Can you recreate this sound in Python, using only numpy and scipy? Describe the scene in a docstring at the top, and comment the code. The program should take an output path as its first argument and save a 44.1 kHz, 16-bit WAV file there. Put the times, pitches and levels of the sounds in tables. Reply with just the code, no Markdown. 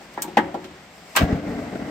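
"""A gas grill burner is lit, close by and outdoors: gas catches in low puffs, two bursts of them strong
and a few faint, with gliding notes, and the flame settles to a fluttering roar of shaped noise.
Before that the valve knob knocks in the sheet-metal housing and the igniter snaps,
both made of short noise bursts and dying tones. Gas hiss and outdoor air are noise that sways in level."""
import sys
import numpy as np
from scipy import signal
from scipy.fft import rfft, irfft, next_fast_len
from scipy.io import wavfile
from scipy.ndimage import map_coordinates

SR = 44100
rng = np.random.default_rng(int(sys.argv[2]) if len(sys.argv) > 2 else 0)


def wav_out(sig):
    """Save sig, one row per channel (or a flat mono array), as 16-bit PCM at SR to the path in sys.argv[1]."""
    wavfile.write(sys.argv[1], SR, np.round(np.clip(np.atleast_2d(sig).T, -1, 1) * 32767).astype(np.int16))


N = 83790  # samples, 1.9 s


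def amp(db):
    """Turn decibels into a gain."""
    return 10 ** (np.asarray(db) / 20)


def unit(x):
    """Scale a sound to an rms of 1."""
    return x / np.sqrt(np.mean(x ** 2) + 1e-20)


def along(points, hz):
    """Read a curve of (f/Hz, value) points, joined by straight lines on a log frequency axis."""
    f, values = np.transpose(points)
    return np.interp(np.log(hz + 1), np.log(f + 1), values)


def curves(rows):
    """Draw each column after the time as a curve with one value per sample."""
    times, *columns = np.transpose(rows)
    return [np.interp(np.arange(N) / SR, times, column) for column in columns]


def since(s):
    """Count the seconds since a moment, zero before it."""
    return np.maximum(np.arange(N) / SR - s, 0)


def wobble(rate):
    """Draw a smooth random curve through a number of random points per second."""
    return map_coordinates(rng.standard_normal(2048), [np.arange(N) * rate / SR], mode="wrap")


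def filtered(x, response):
    """Shape a sound by a response that depends on frequency."""
    size = next_fast_len(N + SR // 4)  # spare room keeps the end from wrapping onto the start
    shaped = rfft(x, size) * response(np.fft.rfftfreq(size, 1 / SR))
    return irfft(shaped, size)[..., :N]


def spread(hz):
    """Give the angle that sets how far left and right differ: wider where they are less alike."""
    # likeness of left and right: f/Hz, likeness (1 = the same)
    alike = [(100, .998), (300, .98), (750, .88), (1250, .3), (1950, .5), (3500, .1), (8000, .2),
             (14000, .2)]
    return np.arccos(np.clip(along(alike, hz), -1, 1)) / 2


def noise(spectrum):
    """Make stereo noise of rms 1 from a part both sides share and a part they have with opposite sign."""
    def color(hz):
        return amp(along(spectrum, hz)) * [np.cos(spread(hz)), np.sin(spread(hz))]

    shared, opposed = filtered(rng.standard_normal((2, N)), color)
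    return unit(np.array([shared + opposed, shared - opposed]))


def fade(t, attack, hold, t60):
    """Rise with a time constant, hold, then die away by 60 dB in every t60 seconds."""
    return (1 - np.exp(-t / attack)) * amp(-60 * np.maximum(t - hold, 0) / t60)


def ring(modes, t, attack):
    """Ring metal as dying tones that waver in pitch and level and reach each side with another phase."""
    waver_hz, waver_depth = 45, .42  # random points per second; radians of phase and share of level
    scatter_db = 1  # random change of each tone's level from blow to blow
    out = np.zeros((2, N))
    live = (t > 0) & (t < 1)
    u = t[live]
    for hz, db, t60 in modes:
        side_phase = rng.choice([-1, 1]) * spread(hz) * np.array([[1], [-1]])
        phase = rng.uniform(0, 2 * np.pi) + side_phase
        drift, swell = waver_depth * np.array(
            [np.interp(u * waver_hz, np.arange(128), rng.standard_normal(128)) for _ in range(2)])
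        size = amp(db + scatter_db * rng.standard_normal()) * (1 + swell)
        out[:, live] += size * fade(u, attack, 0, t60) * np.sin(2 * np.pi * hz * u + phase + drift)
    return out


def air():
    """Fill the outdoors with soft noise whose level sways slowly."""
    # colour of the outdoor background: f/Hz, relative level per Hz/dB
    outdoors = [(20, -28), (50, -1.5), (110, -5), (180, 4.5), (280, -2), (500, -3.5), (800, -5),
                (1200, -5.5), (2000, -6), (2700, -9), (4000, -13.5), (8000, -22), (12000, -31),
                (16000, -40)]
    return amp(-46 + 0.93 * wobble(7.47)) * noise(outdoors)


def walls(x, count=8):
    """Bounce quick copies of the treble off the steel walls, at different delays on each side."""
    echo_db, longest_s, above_hz = -8, .009, 820
    delays = rng.uniform(0.000485, longest_s, (count, 2, 1))
    signs = rng.choice([-1, 1], (count, 2, 1))

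    def echoes(hz):
        copies = np.sum(signs * np.exp(-2j * np.pi * hz * delays), axis=0) / np.sqrt(count)
        return copies * hz ** 2 / (hz ** 2 + above_hz ** 2)

    return amp(echo_db) * filtered(x, echoes)


def gas():
    """Hiss like gas through a jet: coloured noise whose level follows a set curve and sways at random."""
    # strength of the hiss before the sway: t/s, level/dB
    hiss_level = [(0, -53), (.72, -58), (.9, -55), (1.13, -47), (1.38, -60), (1.5, -50), (1.9, -49.5)]
    # colour of the jet: f/Hz, relative level per Hz/dB
    jet = [(100, -48), (500, 4), (750, 9), (1100, -13.5), (2200, -1.5), (3600, -16), (4300, -8), (5100, -5),
           (6200, -13), (7200, -10), (7650, -3.5), (8100, -10.5), (12000, -14.5), (16000, -25)]
    level_db, = curves(hiss_level)
    return amp(level_db + 1.6 * wobble(24)) * noise(jet)


def knob():
    """Knock with a tick, a dead clack, a rattle of the panels, a low boom and the housing's ring."""
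    # knocks of the knob: t/s, level/dB, treble cut of all but the tick/Hz, housing ring/dB,
    # clack/dB, clack pitch/Hz, metal tick/dB (parts are relative to the knock's level)
    knocks = [(.008, -44, 1110, 4, 6, 793, -51), (.175, -27, 1950, 0, 6, 906, -20),
              (0.237, -36.5, 1160, 7, -6, 900, -36), (0.278, -31, 775, 3.5, 4, 337, -14),
              (0.37, -10, 4130, -3.5, 4, 793, -14.5), (.375, -24, 2240, -15, 8.5, 547, -19),
              (.385, -15, 2320, -28, 3, 846, -26), (.542, -21.5, 970, -0.5, -1, 744, -20.5),
              (0.569, -37, 460, 7, 12, 360, -38), (0.642, -34, 470, 4.5, -2, 303, -5)]
    # tones of the housing: f/Hz, relative level/dB, time to die by 60 dB/s
    housing = [(171.6, -22, 1), (221.7, -11, .25), (290.2, -16, 0.51), (322.3, -11.5, 0.37),
               (369.5, -11, 0.52), (436, -25, 0.39), (553.7, -14, 0.49), (765, -17, 0.26),
               (837.8, -3, 0.14), (937, -5, 0.23), (1170, -19.5, 0.4), (1366, 0.5, 0.063),
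               (1680, -11, 0.18), (1897, -3.5, 0.15)]
    # colours of the panels' dense rattle, the slow sway of the grill's body and the tick:
    # f/Hz, relative level per Hz/dB
    panels = [(30, -36), (90, -50), (200, -8.5), (450, -6.5), (800, -1.5), (1080, -9), (1500, -12.5),
              (1950, -9), (2300, -17.5), (3400, -22), (4200, -35), (8000, -40), (16000, -20)]
    body = [(25, -29), (50, -6), (85, 0), (130, -5), (220, -5.5), (500, -45)]
    tick_color = [(500, -15), (1300, 2.5), (3200, 3.5), (5000, -5.5), (8000, -11.5), (12000, -14.5),
                  (16000, -25)]
    clack_cycles = 2.2  # the clack is loudest after this many cycles
    out = np.zeros((2, N))
    for s, db, dull_hz, ring_db, clack_db, clack_hz, tick_db in knocks:
        t = since(s)
        rise = t * clack_hz / clack_cycles
        clack_shape = rise ** 2 * np.exp(2 - 2 * rise)
        clack = amp(clack_db) * clack_shape * np.sin(2 * np.pi * clack_hz * t)
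        short = amp(-2.5) * fade(t, attack=0.00097, hold=0.008, t60=0.076)
        tail = amp(-21.5) * fade(t, attack=0.015, hold=0, t60=0.8)
        rattle = noise(panels) * (short + tail)
        boom = amp(-34.5) * noise(body) * fade(t, attack=.01, hold=0, t60=1.5)
        knock = clack + rattle + boom + amp(ring_db) * ring(housing, t, attack=.0055)
        dull = signal.butter(4, min(dull_hz, SR / 3), fs=SR, output="sos")
        tick = amp(tick_db) * noise(tick_color) * fade(t, attack=0.00035, hold=0.0022, t60=0.096)
        out += amp(db) * (tick + signal.sosfilt(dull, knock))
    return out


def igniter():
    """Snap a sprung hammer: a crack, a buzz and a spring's ring, with the burner head and grate set going."""
    # snaps: t/s, level/dB, burner head and grate relative to that/dB
    snaps = [(0.137, -52, 3), (0.2208, -20, -19), (1.162, -16, 2.5)]
    # colours of the snap and the grate: f/Hz, relative level per Hz/dB
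    snap_color = [(100, -25), (1500, -21), (3000, -10.5), (5000, -6), (8000, 1), (12000, -3), (15500, -5),
                  (17000, -32)]
    grate_color = [(60, -50), (200, -13.5), (450, -15), (1000, -2.5), (1700, -10.5), (2600, -9),
                   (4000, -14), (9000, -27), (16000, -31)]
    # tones of the burner head and of the spring: f/Hz, relative level/dB, time to die by 60 dB/s
    burner = [(870, -32, 0.32), (1146, -4.5, 0.15), (1440, -31, 0.063), (1597, 0, 0.11), (1650, -12, 0.35),
              (1958, -2.5, 0.12), (2270, -18, 0.25), (2460, -18, .2), (3085, -5, 0.11), (4330, -27, .11)]
    spring_modes = [(7150, -14, 0.11), (8080, -24, 0.11), (8415, -22, 0.082), (12604, -16.5, 0.11),
                    (14672, -21, .075)]
    slip_s, slip_db = 0.011, -5
    grit_db, chatter_db = 1, 3  # random unevenness of the buzz and of the grate
    out = np.zeros((2, N))
    for s, db, ring_db in snaps:
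        t = since(s)
        crack = amp(1) * fade(t, attack=0.000074, hold=0, t60=0.0087)
        burst = fade(t, attack=0.0007, hold=0.0027, t60=0.053)
        tail = amp(-16) * fade(t, attack=0.0034, hold=0, t60=.18)
        buzz = amp(grit_db * wobble(900) - 2.5) * (burst + tail)
        spring = ring(spring_modes, t, attack=.0005)
        # the hammer scrapes ever harder just before it strikes
        slip = amp(slip_db) * since(s - slip_s) / slip_s * (t == 0)
        chatter = amp(chatter_db * wobble(450))
        strike = fade(t, attack=0.00062, hold=0.018, t60=0.15)
        grate = amp(-4) * noise(grate_color) * chatter * (slip + strike)
        head = amp(1) * ring(burner, t, attack=0.0055)
        out += amp(db) * ((crack + buzz) * noise(snap_color) + spring + amp(ring_db) * (grate + head))
    return out


def puffs():
    """Catch pockets of gas with a rush of air and a note that falls as the ball of flame grows."""
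    # puffs: t/s, level/dB, length/s, first pitch/Hz, last pitch/Hz, rush of air relative to the level/dB
    catches = [(1.202, -13, 0.033, 269, 251, -4), (1.208, -14.5, 0.047, 135.4, 41.7, -8),
               (1.321, -11.5, .014, 321, 179, -13), (1.327, -11.5, 0.012, 139, 50.3, -16.5),
               (1.506, -27, 0.017, 304, 215, -7.5), (1.75, -27, 0.015, 378, 235, -1),
               (1.821, -22, 0.011, 295, 210, -8)]
    # colour of the rush of air: f/Hz, relative level per Hz/dB
    rush = [(40, -30), (150, -10), (300, 10.5), (450, -20), (660, 5.5), (900, -20), (1400, -10),
            (2200, -17), (4000, -28.5), (16000, -51)]
    out = np.zeros((2, N))
    for s, db, length, first_hz, last_hz, rush_db in catches:
        u = np.minimum(since(s) / length, 1)  # progress from 0 to 1
        hz = first_hz * (last_hz / first_hz) ** u
        note = np.sin(2 * np.pi * np.cumsum(hz * (u > 0)) / SR)
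        out += amp(db) * np.sin(np.pi * u) * (note + amp(rush_db) * noise(rush))
    return out


def flame():
    """Roar with turbulent burning in the burner bowl, which flutters at random, over a low rumble."""
    # strength of the flame: t/s, roar before flutter/dB, rumble/dB
    strength = [(1.15, -82, -90), (1.185, -24, -58), (1.213, -27.5, -25), (1.235, -26, -17),
                (1.262, -27.5, -29.5), (1.305, -25.5, -34), (1.33, -26, -40), (1.36, -30, -28),
                (1.405, -33, -43), (1.49, -29, -35), (1.62, -31.5, -41.5), (1.70, -33, -48),
                (1.78, -32.5, -41.5), (1.9, -31.5, -39)]
    # colours of the roar and the rumble: f/Hz, relative level per Hz/dB
    roar_color = [(40, -28), (110, -16.5), (180, -8), (295, 0), (360, -17.5), (420, -7), (480, -11.5),
                  (680, -9.5), (960, -24), (1100, -22.5), (1500, -23), (1760, -27.5), (1960, -19.5),
                  (2300, -29.5), (3200, -37), (6000, -43), (16000, -70)]
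    rumble_color = [(20, -32), (40, -4), (60, 2.5), (120, 4), (200, 2.5), (500, -46)]
    roar_db, rumble_db = curves(strength)
    flutter_db = 1.16 * wobble(70) + 0.54 * wobble(26)
    roar = amp(roar_db + flutter_db) * noise(roar_color)
    rumble = amp(rumble_db) * noise(rumble_color)
    return roar + rumble


def scene():
    """Add the grill and its reflections to the outdoor background."""
    grill = knob() + igniter() + puffs() + flame() + gas()
    return grill + walls(grill) + air()


def record(dry):
    """Hear it through two microphone ports, with a low cut, a treble notch, a full-scale limit and a top cut."""
    # left over right: f/Hz, level/dB
    balance = [(100, 1.26), (600, 2.6), (2000, 0.17), (5000, 2.1), (10000, 0.32)]
    # lead of the left side over the right: f/Hz, phase/radians
    lead = [(50, .08), (250, .27), (750, .55), (1600, -.1), (3500, .4), (7000, -.6), (13000, .2)]
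    notch_hz, notch_width_hz, notch_db = 10157, 830, -23.5
    low_cut_hz, top_hz = 34, 16100
    sides = np.array([[1], [-1]]) / 2  # each side takes half of every difference

    def microphone(hz):
        ports = amp(sides * along(balance, hz)) * np.exp(1j * sides * along(lead, hz))
        notch = amp(notch_db * np.exp(-np.abs((hz - notch_hz) / notch_width_hz) ** 3))
        low_cut = hz ** 4 / (hz ** 4 + low_cut_hz ** 4)
        return ports * notch * low_cut

    heard = np.clip(filtered(dry, microphone), -1, 1)
    return filtered(heard, lambda hz: 1 / (1 + (hz / top_hz) ** 120))


dry = scene()
out = record(dry)
wav_out(out)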